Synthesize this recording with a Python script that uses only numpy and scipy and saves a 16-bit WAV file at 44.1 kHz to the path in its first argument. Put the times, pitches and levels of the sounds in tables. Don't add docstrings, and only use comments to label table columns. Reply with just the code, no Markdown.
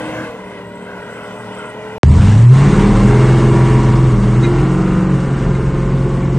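import sys
import numpy as np
from scipy import signal
from scipy.fft import rfft, irfft, next_fast_len
from scipy.io import wavfile
from scipy.ndimage import uniform_filter1d

SR = 44100
rng = np.random.default_rng(int(sys.argv[2]) if len(sys.argv) > 2 else 0)


def wav_out(sig):
    wavfile.write(sys.argv[1], SR, np.round(np.clip(np.atleast_2d(sig).T, -1, 1) * 32767).astype(np.int16))


def makeup_ratio(level_db):
    decades = np.asarray(level_db, float) / 20
    return 10 ** decades


N = 281358
TIME = np.arange(N) / SR
FAR_END_S, CUT_IN_S = 1.9815, 2.0318
PATTERN_HZ = 21.3

# [f/Hz, level/dB per Hz]
ROAR = [(290, -33), (500, -4.5), (570, -4), (690, -7.5), (766, -3.5), (850, -5), (977, -2.5), (1420, -10.5),
        (2210, -12.5), (2520, -20), (2780, -15), (3000, -24), (4000, -35.5), (5200, -50), (8800, -120)]
# [level before/dB, level after/dB]
SHIFT_DB = [
    (-38, -40.5),
    (-30, -48.5),
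    (-29.5, -37),
]


def rms_one(x):
    return x / np.sqrt(np.mean(x ** 2) + 1e-20)


def in_time(rows, t):
    s, *columns = np.transpose(rows)
    return [np.interp(t, s, c) for c in columns]


def at_hz(points, hz):
    point_hz, value = np.transpose(points)
    return np.interp(np.log(hz), np.log(point_hz), value)


def lift_db(modes, hz):
    return sum(db / (1 + (2 * (hz - centre) / width) ** 2) for centre, width, db in modes)


def swept_db(modes, k, cycle_hz):
    return np.repeat(lift_db(modes, k * cycle_hz[::100]), 100)[:len(cycle_hz)]


def bouts(rows, t, fade_db_per_s, floor_db):
    levels = []
    for s, length, *_, db in rows:
        outside_s = np.maximum(np.maximum(s - t, t - s - length), 0)
        levels.append(np.maximum(db - fade_db_per_s * outside_s, floor_db))
    return np.max(levels, axis=0)


def drift(rate, size, swing_db=None):
    r = np.exp(-80 * np.pi * rate / SR)
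    slow = signal.lfilter([1], [1, -2 * r, r * r], rng.standard_normal(size // 40 + 2002))
    slow = rms_one(slow[2000:])
    if swing_db is not None:
        slow = makeup_ratio(swing_db * slow)
    return np.interp(np.arange(size) / 40, np.arange(len(slow)), slow)


def coloured(spectrum, size, patchy_db, rate, channels=1):
    # [f/Hz, likeness 0-1]
    likeness = [(60, 0.98), (500, 1), (1000, 1), (2300, 1), (4700, 0.091), (9700, 0.17)]
    hz = np.maximum(np.arange(size // 2 + 1) * SR / size, 1)
    low, high = spectrum[0][0], spectrum[-1][0]
    shape = makeup_ratio(at_hz(spectrum, hz)) * (hz > low) * (hz < high)
    mid, side = rfft(rng.standard_normal((2, size))) * shape
    pair = mid[None]
    if channels == 2:
        alike = np.clip(at_hz(likeness, hz), 0, .999)
        pair = np.sqrt(1 + alike) * mid + np.sqrt(1 - alike) * side * [[1], [-1]]
    third = 3 * np.log2(hz / low)
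    together = drift(rate / 3, size, .51 * patchy_db)
    out = 0
    for k in range(int(third[hz < high][-1]) + 2):
        band = irfft(pair * np.clip(1 - abs(third - k), 0, 1), size)
        out = out + band * drift(rate, size, patchy_db)
    return rms_one(together * out)


def order(cycles, k, wobble_db, wobble_rad, rate):
    size = len(cycles)
    phase = 2 * np.pi * (k * cycles + rng.random()) + wobble_rad * drift(rate, size)
    return np.sqrt(2) * drift(rate, size, wobble_db) * np.sin(phase)


def shifted_db(row, t):
    before, after = SHIFT_DB[row]
    return before + (after - before) * np.clip((t - .22) / 0.099, 0, 1)


def street_hum(t):
    # [f/Hz, level/dB per Hz]
    hum_spectrum = [(12, -55), (20, -28), (64, -6.5), (103, -11), (151, -2), (192, -2.5), (363, -7),
                    (412, -8.5), (454, -1), (549, -1.5), (614, -5.5), (698, -40.5), (900, -18.5),
                    (1170, -60), (1980, -120)]
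    return makeup_ratio(shifted_db(2, t) + 0.5) * coloured(hum_spectrum, len(t), 0.91, 2.7, channels=2)


def insects(t):
    # [start/s, length/s, level/dB]
    insect_bouts = [
        (0, .05, -52),
        (.39, .01, -60),
        (.73, 0.11, -57),
        (1.05, 0.25, -54),
        (1.38, 0.027, -49),
        (1.55, .11, -53),
    ]
    song = coloured([(7200, -15.5), (8300, -4), (9500, -31.0)], len(t), 5.0, 25.0, channels=2)
    return makeup_ratio(bouts(insect_bouts, t, fade_db_per_s=90, floor_db=-62.5)) * song


def road_echo(x, t):
    dull = signal.sosfilt(signal.butter(2, 3200, fs=SR, output="sos"), x)
    late = t - 0.001913 * (1 + .035 * drift(2.5, len(t)))
    return 0.53 * np.array([np.interp(late, t, channel) for channel in dull])


def distant_roar(t):
    # [t/s, level/dB]
    roar_level = [(0.0, -28), (0.258, -30), (0.34, -35.5), (0.71, -38.5), (0.864, -35), (1.682, -34.5),
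                  (1.736, -36.5), (1.93, -33), (1.98, -33.5)]
    # [f/Hz, level/dB per Hz]
    roar_spectrum = [(410, -53), (700, 2.5), (1010, -4), (1120, -6), (1420, -7), (1750, -12.5),
                     (1960, -4.5), (2240, -12.5), (2990, -12), (4180, -25), (10100, -31.5), (13100, -64),
                     (22000, -120)]
    level_db = in_time(roar_level, t)[0]
    roar = coloured(list(roar_spectrum[:-2]) + [(10900, -42)], len(t), 1.6, 5.0, channels=2)
    roar = rms_one(roar + road_echo(roar, t))
    air = coloured([(12400, 0), (15200, -4)], len(t), 1.5, 10.0, channels=2)
    return makeup_ratio(level_db) * roar + makeup_ratio(-66 + .9 * (level_db + 34)) * air


def rasp(t):
    # [start/s, length/s, centre f/Hz, level/dB]
    gusts = [
        (0.194, .04, 1570, -31),
        (0.882, .4, 1453, -37),
        (1.41, .02, 1388, -38),
        (1.598, 0.059, 1382, -34),
        (1.85, 0.083, 1470, -40.5),
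    ]
    centre_hz = in_time([(s + length / 2, hz) for s, length, hz, _ in gusts], t)[0]
    level_db = bouts(gusts, t, fade_db_per_s=155, floor_db=-48)
    slow = signal.sosfilt(signal.butter(2, 110, fs=SR, output="sos"), rng.standard_normal((2, len(t))))
    phase = 2 * np.pi * np.cumsum(centre_hz) / SR
    return makeup_ratio(level_db - 0.5) * rms_one(slow[0] * np.cos(phase) + slow[1] * np.sin(phase))


def second_racer(t):
    # [t/s, f/Hz, level/dB]
    rival = [
        (0, 506, -33),
        (.2, 511, -34.5),
        (.364, 442, -36),
        (.46, 415, -38.5),
        (.56, 402, -38.5),
        (1.2, 416.5, -38),
        (1.7, 422.7, -35.5),
        (1.98, 436, -30.5),
    ]
    hz, level_db = in_time(rival, t)
    return makeup_ratio(level_db) * order(np.cumsum(hz) / SR, 1.0, 0.54, 0.083, 7.2)


def first_racer(t):
    # [t/s, speed/cycles per s]
    racer_speed = [(0, 39.1), (.22, 39.1), (.4, 38.2), (.6, 36.6), (.75, 36.75), (1.2, 37.7), (1.65, 38.6),
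                   (1.98, 39.25)]
    # [order, level/dB]
    racer_pattern = [(3, 0), (4, -14.5), (5, 3), (6, -1.5), (7, -7), (12, -14), (13, -1), (14, -40),
                     (15, -22.5), (16, 4), (17, -8), (22, -15), (26, -4)]
    cycles = np.cumsum(in_time(racer_speed, t)[0]) / SR
    racer = makeup_ratio(shifted_db(1, t)) * order(cycles, 8, 1.2, .2, 8.0)
    for k, db in racer_pattern:
        racer = racer + makeup_ratio(shifted_db(0, t) - 4.0 + db) * order(cycles, k, 3.0, .4, 6.0)
    return racer


def far_street(t):
    engines = first_racer(t) + rasp(t) + second_racer(t)
    left, right = engines + street_hum(t) + distant_roar(t) + insects(t)
    return np.array([left, np.roll(right, shift=4)]) * makeup_ratio([[.3], [-.3]])


def cut_in(t):
    age = np.maximum(t - CUT_IN_S, 8e-5)
    sweep = np.cos(2 * np.pi * np.log(age / .0024) / np.log(2.4))
    thump = .8 * sweep * np.exp(-(age / .014) ** 2) * np.tanh(age / .0003)
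    return signal.sosfilt(signal.cheby2(8, 60, 11500, fs=SR, output="sos"), thump)


def clink(t):
    # [t/s, level/dB]
    touches = [
        (4.431, -30),
        (4.437, -26),
        (4.445, -27.5),
        (4.452, -24.5),
        (5.55, -34.5),
    ]
    # [f/Hz, level/dB, time to fall 60 dB/s]
    ring_modes = [(2098, 2, 0.13), (2425, -4.5, 0.069), (3940, -17, 0.032), (3840, -3, 0.089),
                  (6120, -14, 0.071)]
    out = np.zeros(len(t))
    for s, hit_db in touches:
        on = (t > s) & (t < s + .2)
        age = t[on] - s
        for hz, db, t60 in ring_modes:
            level_db = hit_db + db + 1.9 * rng.standard_normal() - 60 * age / t60
            out[on] += makeup_ratio(level_db) * np.sin(2 * np.pi * hz * age)
    return out


def shaped(x, spectrum, modes):
    hz = np.maximum(np.arange(len(x) // 2 + 1) * SR / len(x), 1)
    return rms_one(irfft(rfft(x) * makeup_ratio(at_hz(spectrum, hz) + lift_db(modes, hz)), len(x)))


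def clatter(cycles, change_hz):
    # [f/Hz, width/Hz, lift/dB]
    block = [(806, 24, 5), (963, 35, 5), (1059, 37, 8), (1150, 52, 7), (1365, 73, 5.5), (1590, 210, 2.5)]
    patterns = rng.standard_normal((6, 400)) * makeup_ratio(2.5 * rng.standard_normal(400))
    standing_out = makeup_ratio(4.5 * np.clip(rng.standard_normal((6, 201)), -2, 1.3))
    patterns = irfft(rfft(patterns) * standing_out, 400)
    at = (cycles * 400).astype(int)
    fresh = np.diff(at, prepend=0) > 0
    shares = np.array([drift(change_hz, len(at)) for p in patterns])
    shares = shares / np.sqrt(np.sum(shares ** 2, axis=0))
    return shaped(np.sum(shares * patterns[:, at % 400], axis=0) * fresh, ROAR, block)


def swells(t, cycles):
    # [order, start/s, end/s, level/dB]
    caught_orders = [(19, 2.6, 2.95, -21), (37, 3.15, 4.05, -38), (45, 3.0, 4.05, -36),
                     (54, 3.2, 4.05, -40), (88, 3.15, 3.65, -44), (102, 3.05, 3.85, -42),
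                     (132.5, 3.1, 3.9, -48), (14, 4.45, 5.25, -23), (7, 4.55, 5.15, -24),
                     (22, 4.65, 5.15, -35), (44, 4.55, 5.25, -39), (53, 4.65, 5.2, -38),
                     (5, 5.05, 6.6, -25), (19, 2.98, 3.7, -25), (5, 4.5, 5.15, -23), (3, 2.7, 3.2, -27),
                     (52, 2.7, 3.2, -35), (58, 4.45, 5.1, -41), (63, 4.45, 5.1, -42), (24, 5.05, 6.6, -35),
                     (40, 5.15, 6.6, -43), (61, 5.1, 5.7, -43), (72, 5.2, 5.8, -44), (47, 5.15, 6.0, -42),
                     (55, 5.2, 6.0, -43), (14, 5.3, 6.6, -33)]
    out = np.zeros(len(t))
    for k, start, end, db in caught_orders:
        on = (t > start) & (t < end)
        window = np.clip(np.minimum(t[on] - start, end - t[on]) / .12, 0, 1)
        out[on] += makeup_ratio(db) * window * order(cycles[on], k, 1.0, 0.25, 5.3)
    return out


def strong_orders(t, cycle_hz, load_db):
    # [order, level at mean load off resonance/dB, share of the load's swing]
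    strongest = [
        (8, -28.5, 0.089),
        (6, -23.5, .4),
        (16, -32.5, 0.45),
        (2, -30, 0.22),
    ]
    # [f/Hz, width/Hz, lift/dB]
    boom_modes = [(38, 9.6, 13.5), (125.5, 20.8, 12.5), (183.7, 9, 12.5), (345.6, 17.7, 13.5)]
    own = {}
    for k, db, share in strongest:
        own[round(k)] = db + share * load_db + swept_db(boom_modes, round(k), cycle_hz)
    pull = np.clip((2.62 + 0.28 - t) / 0.28, 0, 1)
    boom_db = pull * swept_db(boom_modes, 8, cycle_hz)
    own[8] = own[8] + 19.5 * pull - 0.57 * boom_db
    own[2] = own[2] - 7.5 * pull
    own[6] = own[6] - 7.5 / 2 * pull
    own[16] = own[16] + bouts([(4.25, 0.39, 3.5)], t, fade_db_per_s=61, floor_db=0)
    return own, boom_db


def engine_tone(t, cycles, cycle_hz, load_db, own, boom_db):
    # [order, level/dB]
    pattern = [(1, -29), (2, -12), (3, -20), (4, -20.5), (5, -13), (6, 0), (7, -20), (8, -15), (9, -16.5),
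               (10, -9.5), (11, -19), (12, -40.5), (13, -20.5), (14, -22), (15, -16.5), (16, -8), (17, -21),
               (18, -35), (19, -16.5), (20, -14.5), (21, -26.5), (22, -31), (23, -28.5), (24, -26),
               (25, -34.5), (26, -34.5), (27, -55), (28, -29.5)]
    # [f/Hz, width/Hz, lift/dB]
    cabin_modes = [(42, 54, 15.5), (123, 70, 17.5), (200.8, 37, 15.5), (312.5, 48, 8.5), (415, 39, 16.5),
                   (532, 90, 9.5)]
    tone = swells(t, cycles)
    weak_db = -18 + load_db - .4 * boom_db
    for k, db in pattern:
        if k in own:
            tone = tone + makeup_ratio(own[k]) * order(cycles, k, 1.2, .2, 9.0)
        else:
            lift = swept_db(cabin_modes, k, cycle_hz) - lift_db(cabin_modes, k * PATTERN_HZ)
            tone = tone + makeup_ratio(weak_db + 4.5 + db + lift) * order(cycles, k, 2.5, .4, 6.0)
    return tone


def engine_rumble(t, load_db, boom_db):
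    # [f/Hz, level/dB per Hz]
    rumble_spectrum = [(12, -34.5), (20, -8.5), (75, -3.5), (112, -17.5), (136, 3), (195, -7.5),
                       (258, -8.5), (343, -14.5), (428, -11), (468, -19), (528, -24), (603, -32),
                       (700, -20), (910, -64.5), (1540, -120)]
    level_db = -19.5 + 0.33 * load_db - 0.8 * boom_db
    return makeup_ratio(level_db) * coloured(rumble_spectrum, len(t), 2.7, 16.0)[0]


def engine_roar(t, cycles, cycle_hz, load_db, puff):
    roar = rms_one((1.1 + puff) * coloured(ROAR, len(t), 2.2, 17.0)[0])
    roar = rms_one(roar + 1.4 * (cycle_hz / PATTERN_HZ) ** 2 * clatter(cycles, .9))
    return makeup_ratio(-26.5 + load_db) * roar


def engine_hiss(t, load_db, puff):
    # [f/Hz, level/dB per Hz]
    hiss_spectrum = [(1760, -14), (3000, -2), (3850, -3.5), (4120, -4.5), (5000, -6.5), (8560, -6.5),
                     (9000, -8), (11700, -42), (19800, -120)]
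    return makeup_ratio(-41 + load_db) * rms_one((9.9 + puff) * coloured(hiss_spectrum, len(t), 1.0, 30.0)[0])


def near_engine(t):
    # [t/s, speed/cycles per s]
    speed = [(2.04, 8.7), (2.5, 15.65), (2.68, 18.28), (2.81, 18.24), (2.95, 18.9), (3.06, 20.4),
             (3.24, 21.4), (3.65, 21.35), (3.9, 21.15), (4.06, 21.32), (4.18, 19.94), (4.3, 20.16),
             (4.52, 21.9), (4.7, 22.7), (4.86, 23.09), (5.05, 22.93), (5.28, 22.3), (6.38, 22.17)]
    # [t/s, level/dB]
    load = [(2.04, -10.5), (2.055, -31), (2.08, -25), (2.29, -22.5), (2.33, -24), (2.5, -28), (2.55, -22),
            (2.97, -22.5), (3.9, -26), (4.12, -28.5), (4.4, -29), (4.5, -28), (5.03, -31), (5.15, -31.5),
            (5.95, -33), (6.38, -32.5)]
    cycle_hz = in_time(speed, t)[0]
    load_db = in_time(load, t)[0] + 27
    cycles = np.cumsum(cycle_hz) / SR
    own, boom_db = strong_orders(t, cycle_hz, load_db)
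    puff = np.exp(-3.0 * (8 * cycles % 1)) * makeup_ratio(0.7 * np.sin(4 * np.pi * cycles))
    tone = engine_tone(t, cycles, cycle_hz, load_db, own, boom_db)
    roar = engine_roar(t, cycles, cycle_hz, load_db, puff)
    return tone + engine_rumble(t, load_db, boom_db) + roar + engine_hiss(t, load_db, puff)


def grainy_treble(x, keep_db, step):
    hz, _, bins = signal.stft(x, SR, "cosine", nperseg=2048, noverlap=1024)
    bands = abs(bins[:1024]).reshape(128, 8, -1)
    level = np.sqrt(np.mean(bands ** 2, axis=1, keepdims=True)) + 1e-9
    mask = makeup_ratio(-4.3) * np.exp(uniform_filter1d(np.log(level), size=9, axis=2))
    mask[19:38] *= np.where(level[19:38] < makeup_ratio(keep_db + 10), makeup_ratio(1.7), 1)
    kept = level > np.maximum(makeup_ratio(keep_db), mask)
    coarse = np.round(bands / level / step) * step * level * kept
    gain = coarse.reshape(1024, -1) / (abs(bins[:1024]) + 1e-12)
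    bins[:1024] *= np.where(hz[:1024, None] > 1300, gain, 1)
    top_hz = 9250 + 250 * uniform_filter1d(rng.standard_normal(bins.shape[1]), size=4)
    bins = bins * (hz[:, None] < top_hz)
    return signal.istft(bins, SR, "cosine", nperseg=2048, noverlap=1024)[1][:len(x)]


def scene():
    out = np.zeros((2, N))
    far, near = TIME < FAR_END_S, TIME >= CUT_IN_S
    out[:, far] = far_street(TIME[:next_fast_len(far.sum())])[:, :far.sum()]
    t = CUT_IN_S + np.arange(next_fast_len(near.sum())) / SR
    loud = near_engine(t) + clink(t)
    squeezed = loud / (1 + abs(loud / 1.08) ** 5) ** (1 / 5)
    fade = np.clip((t - CUT_IN_S) / 0.028, 0, 1)
    cabin = fade * grainy_treble(squeezed, keep_db=-78.5, step=1.5) + cut_in(t)
    out[:, near] = cabin[:near.sum()]
    return out


def top_cut(x):
    return signal.sosfilt(signal.butter(12, 15870, fs=SR, output="sos"), x)


def record(dry):
    mix = np.clip(dry, -1, 1)
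    return top_cut(mix)


dry = scene()
out = record(dry)
wav_out(out)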